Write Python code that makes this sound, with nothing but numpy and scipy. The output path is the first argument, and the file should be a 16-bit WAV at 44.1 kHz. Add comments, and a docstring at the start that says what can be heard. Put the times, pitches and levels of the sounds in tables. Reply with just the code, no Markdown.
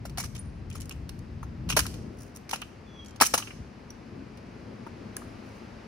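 """Sharp slaps and metal rattles ring out as two people spin, toss and catch drill rifles on a street.
Palms hit the wooden stocks and the butts land hard on the asphalt; every blow shakes the loose steel.
Strap swivels flop, and the rifles rustle as they slide. A bird whistles once; trees and houses echo
faintly. Behind it all, a light wind dies down and far traffic rumbles."""
import sys
import numpy as np
from scipy import signal
from scipy.fft import rfft, irfft, next_fast_len
from scipy.io import wavfile
from scipy.ndimage import uniform_filter1d

SR = 44100
rng = np.random.default_rng(int(sys.argv[2]) if len(sys.argv) > 2 else 0)


def bounce(signal):
    """Save signal as a 16-bit WAV file at the path given by the first command-line argument."""
    frames = np.transpose(np.atleast_2d(signal))
    limited = np.clip(frames, -1, 1)
    pcm = np.round(limited * 32767).astype(np.int16)
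    wavfile.write(sys.argv[1], SR, pcm)


N = 258867
TIME = np.arange(N) / SR


# blows from a palm or the ground: (time [s], relative level [dB], pop pitch [Hz], steel clash [dB])
BLOWS = [(0.052, -31.5, 617, -41), (0.18, -27, 720, -29), (.199, -36, 1010, -30), (0.237, -34, 1310, -37),
         (0.752, -37, 1190, -42), (1.429, -31.5, 1060, -51.5), (1.699, -32, 1570, -26.5),
         (1.7651, -15.5, 870, -17), (1.768, -12.5, 560, -29), (1.7713, -17, 1730, -21.5),
         (1.791, -19.5, 1546, -25.5), (1.855, -31, 1330, -60), (2.5311, -19, 842, -31),
         (3.21, -8.5, 857, -11.5), (3.213, -22, 218, -40), (3.219, -7.5, 1310, -19),
         (3.231, -18, 1320, -31.5), (3.338, -13, 1290, -18), (3.339, -15, 492, -26),
         (3.376, -28, 885, -24.5), (3.398, -37, 1210, -38.5), (4.865, -32, 960, -58),
         (5.168, -35, 1550, -55), (5.218, -37, 1180, -66)]
# the notes a wooden stock rings at: (pitch [Hz], width [Hz], level [dB])
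STOCK_NOTES = [(244, 230, -10), (506, 83, -11), (694, 57, -4), (830, 35, -6), (1370, 300, -5.5),
               (1400, 85, 2), (1640, 68, -7.5)]
def slaps(gain_db=-1.06, pop_width=0.45, stock_db=-3, dull_hz=2600):
    """Each blow makes a hollow pop while the wooden stock knocks."""
    out = np.zeros((2, N))
    for start, db, pop_hz, _ in BLOWS:
        def colour(hz):
            pop = resonance(hz, pop_hz, pop_width * pop_hz) ** 2
            knock = amp(stock_db) * body(STOCK_NOTES, hz)
            return (pop + knock) / (1 + (hz / dull_hz) ** 2)
        add(out, start, amp(db + gain_db) * contact(colour, ring_s=0.026, attack_s=0.0002))
    return out


# a loose bolt, buckle or butt plate clicks: (time [s], relative level [dB], brightness [dB])
LOOSE_CLICKS = [(0.096, -45, 0), (0.174, -36, -2.5), (0.352, -42.5, -1), (0.701, -41, 3.5), (0.808, -35, 5),
                (0.818, -38, 6), (0.856, -41, 5), (0.894, -32.5, 3.5), (1.092, -36, 0), (1.19, -49, 1.5),
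                (1.69, -33, -2.5), (1.791, -14, 3.5), (1.803, -24.5, 0.5), (1.865, -29.5, 0.5),
                (1.94, -45.5, -3), (2.37, -40.5, 3), (2.492, -38.5, -2.5), (2.511, -29, -0.5),
                (2.558, -37.5, -3), (2.617, -34, 2), (3.16, -47.5, -1.5), (3.2012, -31, -5.5),
                (3.265, -22, 6), (3.905, -44, 1.5), (4.373, -54.5, -3.5), (5.1666, -23.5, 6.5)]
def fittings():
    """The steel parts clash with every blow and click one by one in between."""
    out = np.zeros((2, N))
    for start, _, _, db in BLOWS:  # many parts meet less sharply than one
        add(out, start, click(db, bright_db=1, ring_s=0.058, attack_s=0.0019))
    for start, db, bright_db in LOOSE_CLICKS:
        ring_s = 0.019 * np.exp(-0.2051 * bright_db)  # smaller, brighter parts go quiet sooner
        add(out, start, click(db, bright_db, ring_s, attack_s=0.00035))
    return out


# the low, middle and high parts of a click: (pitch [Hz], relative level [dB])
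CLACK = [(80, -59.5), (300, -7.5), (1100, 3), (1900, -4), (3050, -6.5), (4500, 0), (8000, -60)]
CLINK = [(2000, -48.5), (3800, 0), (5200, 16.5), (6500, 8), (7500, 5.5), (11000, -8.5)]
SIZZLE = [(4000, -48), (7300, -2.5), (9000, 6), (10500, -3), (12400, -2.5), (13500, -2.5), (15000, -5.5),
          (16000, -16.5)]
def click(db, bright_db, ring_s, attack_s):
    """Steel hits steel; more brightness tips the sound from a clack to a sizzle."""
    shares = amp([0.5 - bright_db, -2.5, -0.5 + bright_db])  # clack, clink, sizzle

    def colour(hz):
        metal = steel(hz, crack_db=-12)
        bands = [unit(amp(along(band, hz)) * metal) for band in (CLACK, CLINK, SIZZLE)]
        return sum(share * band for share, band in zip(shares, bands))
    return amp(db) * np.linalg.norm(shares) * contact(colour, ring_s, attack_s)


# the notes the steel parts ring at: (pitch [Hz], width [Hz], level [dB])
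STEEL_NOTES = [(2450, 290, 0.5), (2870, 180, 2), (4440, 70, -9), (5107, 87, -8.5), (5980, 250, -1),
               (6430, 81, 1.5), (9140, 100, -12), (10310, 290, -4.5), (12340, 240, -7.5),
               (14850, 200, -8.5)]
def steel(hz, crack_db):
    """The tone of a crack plus ringing steel; each hit rings other parts, so the pitches vary."""
    return 1j * amp(crack_db) + body(STEEL_NOTES, hz, pitch_spread=0.043)


# a strap swivel flops, or bounces to rest once the rifles are down: (time [s], level [dB])
SWIVEL_FLOPS = [(0.359, -42.5), (0.712, -45.5), (0.909, -36), (1.701, -24), (1.723, -25), (2.532, -26.5),
                (2.545, -34), (2.618, -31), (2.626, -40.5), (3.422, -32.5), (3.472, -36.5), (3.505, -38)]
# the notes a swivel rings at: (pitch [Hz], width [Hz], level [dB])
SWIVEL_NOTES = [(1220, 277, -6.5), (2407, 350, -2.5), (2850, 380, 1.5)]
def swivels(dull_hz=4500):
    """A swivel knocks on the wood with a short, hollow ring."""
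    out = np.zeros((2, N))
    colour = lambda hz: body(SWIVEL_NOTES, hz, pitch_spread=0.025) / (1 + (hz / dull_hz) ** 4)
    for start, db in SWIVEL_FLOPS:
        add(out, start, amp(db) * contact(colour, ring_s=0.046, attack_s=0.0003))
    return out


# a moving rifle keeps its loose parts jiggling: (start [s], end [s], level [dB])
SHAKES = [(0.184, 0.263, -45.5), (0.341, 0.394, -54), (0.698, 0.79, -57.5), (0.799, 0.837, -52.5),
          (0.905, 0.93, -53), (1.704, 1.735, -40), (1.776, 1.8, -35.5), (2.493, 2.547, -46),
          (3.041, 3.11, -58.5), (3.225, 3.267, -32.5)]
def jiggle(ring_s=0.024, centre_hz=7000, top_hz=12000):
    """Swivels and buckles tick unevenly; the harder the shake, the faster the ticks come."""
    def colour(hz):
        treble = resonance(hz, centre_hz, 2 * centre_hz) ** 2 / (1 + (hz / top_hz) ** 10)
        return steel(hz, crack_db=-9) * treble

    out = np.zeros((2, N))
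    for start, end, db in SHAKES:
        length = end - start
        t = np.arange(round((length + ring_s) * SR)) / SR
        ticks_per_s = 150 * np.exp(0.02 * (db + 37))
        count = max(int(length * ticks_per_s), 1)
        tick_times = (np.arange(count) + rng.random(count)) * length / count
        age = t - tick_times[:, None]
        strength = amp(6 * rng.uniform(-0.49, 1, (count, 1)))
        envelope = np.sum(strength * (age > 0) * fade(np.abs(age), ring_s), axis=0)
        ticks = rng.standard_normal((2, len(t))) * envelope
        add(out, start, amp(db) * unit(filtered(ticks, colour)))
    return out


# small steel parts ringing freely: (time [s], level [dB], pitch [Hz], ring time [s])
STEEL_PINGS = [(0.392, -35.5, 9600, 0.067), (1.696, -29, 6620, 0.048), (3.21, -14, 5250, 0.02),
               (3.337, -22, 6000, 0.025), (3.377, -21, 6170, 0.022), (3.903, -41.5, 5860, 0.042),
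               (5.167, -25, 9960, 0.013)]
def pings(attack_s=0.0008, detune=0.0042):
    """A small steel part swings free and rings on two notes so close that they shimmer."""
    out = np.zeros((2, N))
    t = np.arange(SR // 2) / SR
    for start, db, hz, ring_s in STEEL_PINGS:
        notes = [(0.98, hz), (0.5, hz * (1 + detune))]
        ring = sum(share * np.sin(2 * np.pi * (pitch * t + rng.random())) for share, pitch in notes)
        add(out, start, amp(db) * ring * strike(t, ring_s, attack_s))
    return out


# a rifle slides through a hand, along its strap or over the ground:
# (time [s], half length [s], level [dB])
SLIDES = [(2.228, 0.061, -58.5), (2.363, 0.015, -52.5), (3.265, 0.012, -23.5), (5.526, 0.12, -69.5)]
# the tone of that sliding: (pitch [Hz], relative level [dB])
SLIDE_TONE = [(3500, -17.5), (5800, 3), (7500, -5), (9500, -2), (15500, -9.5)]
def rustles(grain_db=5):
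    """Sliding makes a soft, grainy hiss that swells and fades."""
    envelope = sum(amp(db) * bump(middle, half) for middle, half, db in SLIDES)
    grains = amp(grain_db * wobble(200)) * stereo_noise(N, RIFLE_LIKENESS, RIFLE_BALANCE)
    return envelope * shaped(grains, SLIDE_TONE)


# how alike the rifles sound on the left and right: (pitch [Hz], likeness [0 to 1])
RIFLE_LIKENESS = [(250, 1), (1400, 0.88), (4000, 0.33), (9000, 0.773)]
# which side they are louder on: (pitch [Hz], left minus right [dB])
RIFLE_BALANCE = [(200, -0.5), (550, 10), (1200, 5), (2300, -2), (4500, -3.5), (8000, 0.5)]
def contact(colour, ring_s, attack_s):
    """Hard parts chatter for an instant as they meet; colour gives the tone of the thing they hit."""
    t = np.arange(SR // 10) / SR
    envelope = strike(t, ring_s, attack_s)
    chatter = stereo_noise(len(t), RIFLE_LIKENESS, RIFLE_BALANCE) * envelope
    # a sharp blow feeds all pitches about evenly, so flatten the noise before colouring it
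    power = np.mean(np.abs(rfft(chatter, padded(len(t)))) ** 2, axis=0)
    flatten = np.abs(uniform_filter1d(power, size=33)) ** -0.5
    hit = filtered(chatter, lambda hz: flatten * colour(hz))
    return unit(hit) * np.sqrt(np.mean(envelope ** 2))


# the bird's whistle starts, holds, swells and trails away: (time [s], pitch [Hz], level [dB])
WHISTLE = [(2.86, 3470, -75), (2.878, 3440, -62), (2.972, 3365, -59), (3.0, 3295, -46), (3.036, 3300, -52),
           (3.05, 3265, -61), (3.14, 3160, -68)]
def bird(flutter_db=2, upper_hz=5980, upper_db=-66):
    """A bird gives one thin, wavering, falling whistle, with a faint second note held above it."""
    def tone(pitch, waver):
        wavering_hz = pitch * (1 + waver * wobble(120))
        return np.sin(2 * np.pi * np.cumsum(wavering_hz) / SR)

    times, hz, db = np.transpose(WHISTLE)
    singing = (TIME > times[0]) & (TIME < times[-1])
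    arch = np.sin(np.pi * np.interp(TIME, [times[0], times[-1]], [0, 1]))
    loudness = amp(np.interp(TIME, times, db) + flutter_db * wobble(500))
    whistle = singing * loudness * tone(np.interp(TIME, times, hz), waver=0.0045)
    return whistle + amp(upper_db) * arch * tone(upper_hz, waver=0.012)


# how long trees and houses keep echoing: (pitch [Hz], ring time [s])
ECHO_TIMES = [(1000, 0.18), (5000, 0.66), (14000, 0.38)]
def echoes(sound, near_db=-15, near_ring_s=0.14, near_per_s=400, far_db=-15.5):
    """Sound bounces quickly off the ground and the people, then faintly off trees and houses."""
    hz, t, spectrum = signal.stft(rng.standard_normal((2, SR)), SR, nperseg=256)
    spectrum *= fade(t, along(ECHO_TIMES, hz)[:, None])
    far = signal.istft(spectrum, SR, nperseg=256)[1][:, :SR]
    bounces = rng.standard_normal((2, SR)) * (rng.random(SR) < near_per_s / SR)
    near = bounces * fade(np.arange(SR) / SR, near_ring_s)
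    answer = (amp(near_db) * unit(near) + amp(far_db) * unit(far)) / np.sqrt(SR)
    return signal.fftconvolve(sound, answer, axes=1)[:, :N]


# short gusts: (time [s], half length [s], rise [dB])
WIND_GUSTS = [(1.73, 0.12, 9), (3.6, 0.06, 10)]
# the wind's low rumble: (pitch [Hz], relative level [dB])
WIND_TONE = [(18, -39.5), (47, -5), (68, -1.5), (150, -6.5), (330, -20), (600, -72)]
def wind(breeze_db=-40, lull_db=-51, drop_at_s=2.076, drop_length_s=0.036):
    """A breeze rumbles, then drops to a lull; two gusts rise on top of it."""
    base_db = np.interp(TIME, [drop_at_s, drop_at_s + drop_length_s], [breeze_db, lull_db])
    return amp(base_db + swells(WIND_GUSTS)) * rush(WIND_TONE)


# cars swell the drone, and their tyres hiss louder as they near: (time [s], half length [s], rise [dB])
DRONE_SWELLS = [(2.0, 0.24, 8), (4.18, 0.073, 6), (4.7, 0.041, 4), (5.0, 0.73, 5.5)]
TYRE_SWELLS = [(6.4, 6.03, 4.5), (5.45, 0.86, 3)]
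# the tone of the drone and of the hiss: (pitch [Hz], relative level [dB])
DRONE_TONE = [(50, -37.5), (100, -0.5), (165, -8), (220, 1.5), (290, -7), (400, -9), (1200, -34.5),
              (3000, -55.5), (9000, -95.5)]
TYRE_TONE = [(200, 2), (550, 9), (1700, 1.5), (2600, -1.5), (3500, -10), (4900, -7.5), (6300, -14),
             (7500, -22), (11800, -26), (13500, -43.5)]
def traffic(drone_db=-49.5, tyre_db=-57.5):
    """Far cars make an uneven drone and a smooth hiss of tyres."""
    drone = amp(drone_db + swells(DRONE_SWELLS)) * rush(DRONE_TONE)
    hiss = amp(tyre_db + swells(TYRE_SWELLS)) * rush(TYRE_TONE)
    return drone + hiss


# how alike the background sounds on the left and right: (pitch [Hz], likeness [0 to 1])
BACKGROUND_LIKENESS = [(290, 0.95), (640, 0.035), (3100, 0.63), (15000, 0.074)]
# which side it is louder on: (pitch [Hz], left minus right [dB])
BACKGROUND_BALANCE = [(60, 1.5), (380, 5.5), (700, 2.5), (8000, 0)]
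def rush(tone):
    """Steady, wide background noise with the given tone."""
    return shaped(stereo_noise(N, BACKGROUND_LIKENESS, BACKGROUND_BALANCE), tone)


def left_first(sound, lead_s=0.000195, above_hz=2200):
    """High pitches reach the left microphone just before the right."""
    def response(hz):
        treble = 1 - 1 / (1 + (hz / above_hz) ** 20)
        return np.exp(1j * np.pi * lead_s * np.outer([1, -1], hz * treble))
    return filtered(sound, response)


def stereo_noise(n, likeness, balance):
    """Left and right noise, made of a part they share and a part that sets them apart."""
    def shares(hz):
        angle = np.arccos(np.clip(along(likeness, hz), -1, 1)) / 2
        return np.array([np.cos(angle), np.sin(angle)])
    mid, side = filtered(rng.standard_normal((2, n)), shares)
    lean = lambda hz: amp(np.outer([1, -1], along(balance, hz)) / 2)
    return filtered(np.array([mid + side, mid - side]), lean)


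def body(notes, hz, pitch_spread=0.0):
    """The tone of an object struck at a new spot each time, which changes how loud each note is."""
    response = 0
    for k, (pitch, width, db) in enumerate(notes):
        gain = (-1) ** k * amp(db + 1.8 * rng.standard_normal())
        centre = pitch * np.exp(pitch_spread * rng.standard_normal())
        response += gain * resonance(hz, centre, width)
    return response


def resonance(hz, centre, width):
    """One ringing note: pitches near the centre pass, the rest are turned down."""
    return 1j * hz * width / (centre ** 2 - hz ** 2 + 1j * hz * width)


def filtered(sound, response):
    """Change each pitch in a sound by response(hz)."""
    n = sound.shape[-1]
    size = padded(n)
    hz = np.fft.rfftfreq(size, 1 / SR)
    return irfft(rfft(sound, size) * response(hz), size)[..., :n]


def padded(n):
    """A length with spare room for a short ring."""
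    return next_fast_len(n + 2048, True)


def shaped(noise, tone):
    """Give noise the tone in a table, at strength 1."""
    return unit(filtered(noise, lambda hz: amp(along(tone, hz))))


def along(points, hz):
    """Read between the rows of a (pitch, value) table, spacing octaves evenly."""
    pitches, values = np.transpose(points)
    return np.interp(np.log(hz + 1), np.log(pitches + 1), values)


def fade(t, ring_s):
    """Die away by 60 dB over the ring time."""
    return np.exp(-np.log(1000) * t / np.maximum(ring_s, 1e-3))


def strike(t, ring_s, attack_s):
    """Rise quickly, then die away."""
    return (1 - np.exp(-t / attack_s)) * fade(t, ring_s)


def bump(middle_s, half_s):
    """A smooth rise to 1 and back."""
    return np.exp(-((TIME - middle_s) / half_s) ** 2)


def swells(rows):
    """Smooth rises added up, in dB."""
    return sum(db * bump(middle, half) for middle, half, db in rows)


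def wobble(samples):
    """A random wander; smoothing over more samples makes it slower."""
    return unit(uniform_filter1d(rng.standard_normal(N), size=samples))


def amp(db):
    """Turn decibels into a multiplier."""
    return 10 ** (np.asarray(db) / 20)


def unit(x):
    """Scale to an average strength (rms) of 1."""
    return x / np.sqrt(np.mean(np.abs(x) ** 2) + 1e-20)


def add(track, start_s, sound):
    """Mix a sound in at its start time."""
    part = track[:, max(round(start_s * SR), 0):][:, :sound.shape[-1]]
    part += sound[..., :part.shape[1]]


def scene():
    """The rifles and the bird echo in the open street, over wind and traffic."""
    rifles = slaps() + fittings() + swivels() + jiggle() + pings() + rustles()
    whistle = bird()
    return left_first(rifles) + whistle + echoes(rifles + whistle) + wind() + traffic()


def record(dry, ceiling=0.85, top_hz=15800):
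    """Round off the loudest peaks and cut the very highest pitches."""
    rounded = dry / (1 + np.abs(dry / ceiling) ** 6) ** (1 / 6)
    return filtered(rounded, lambda hz: 1 / np.sqrt(1 + (hz / top_hz) ** 200))


dry = scene()
out = record(dry)
bounce(out)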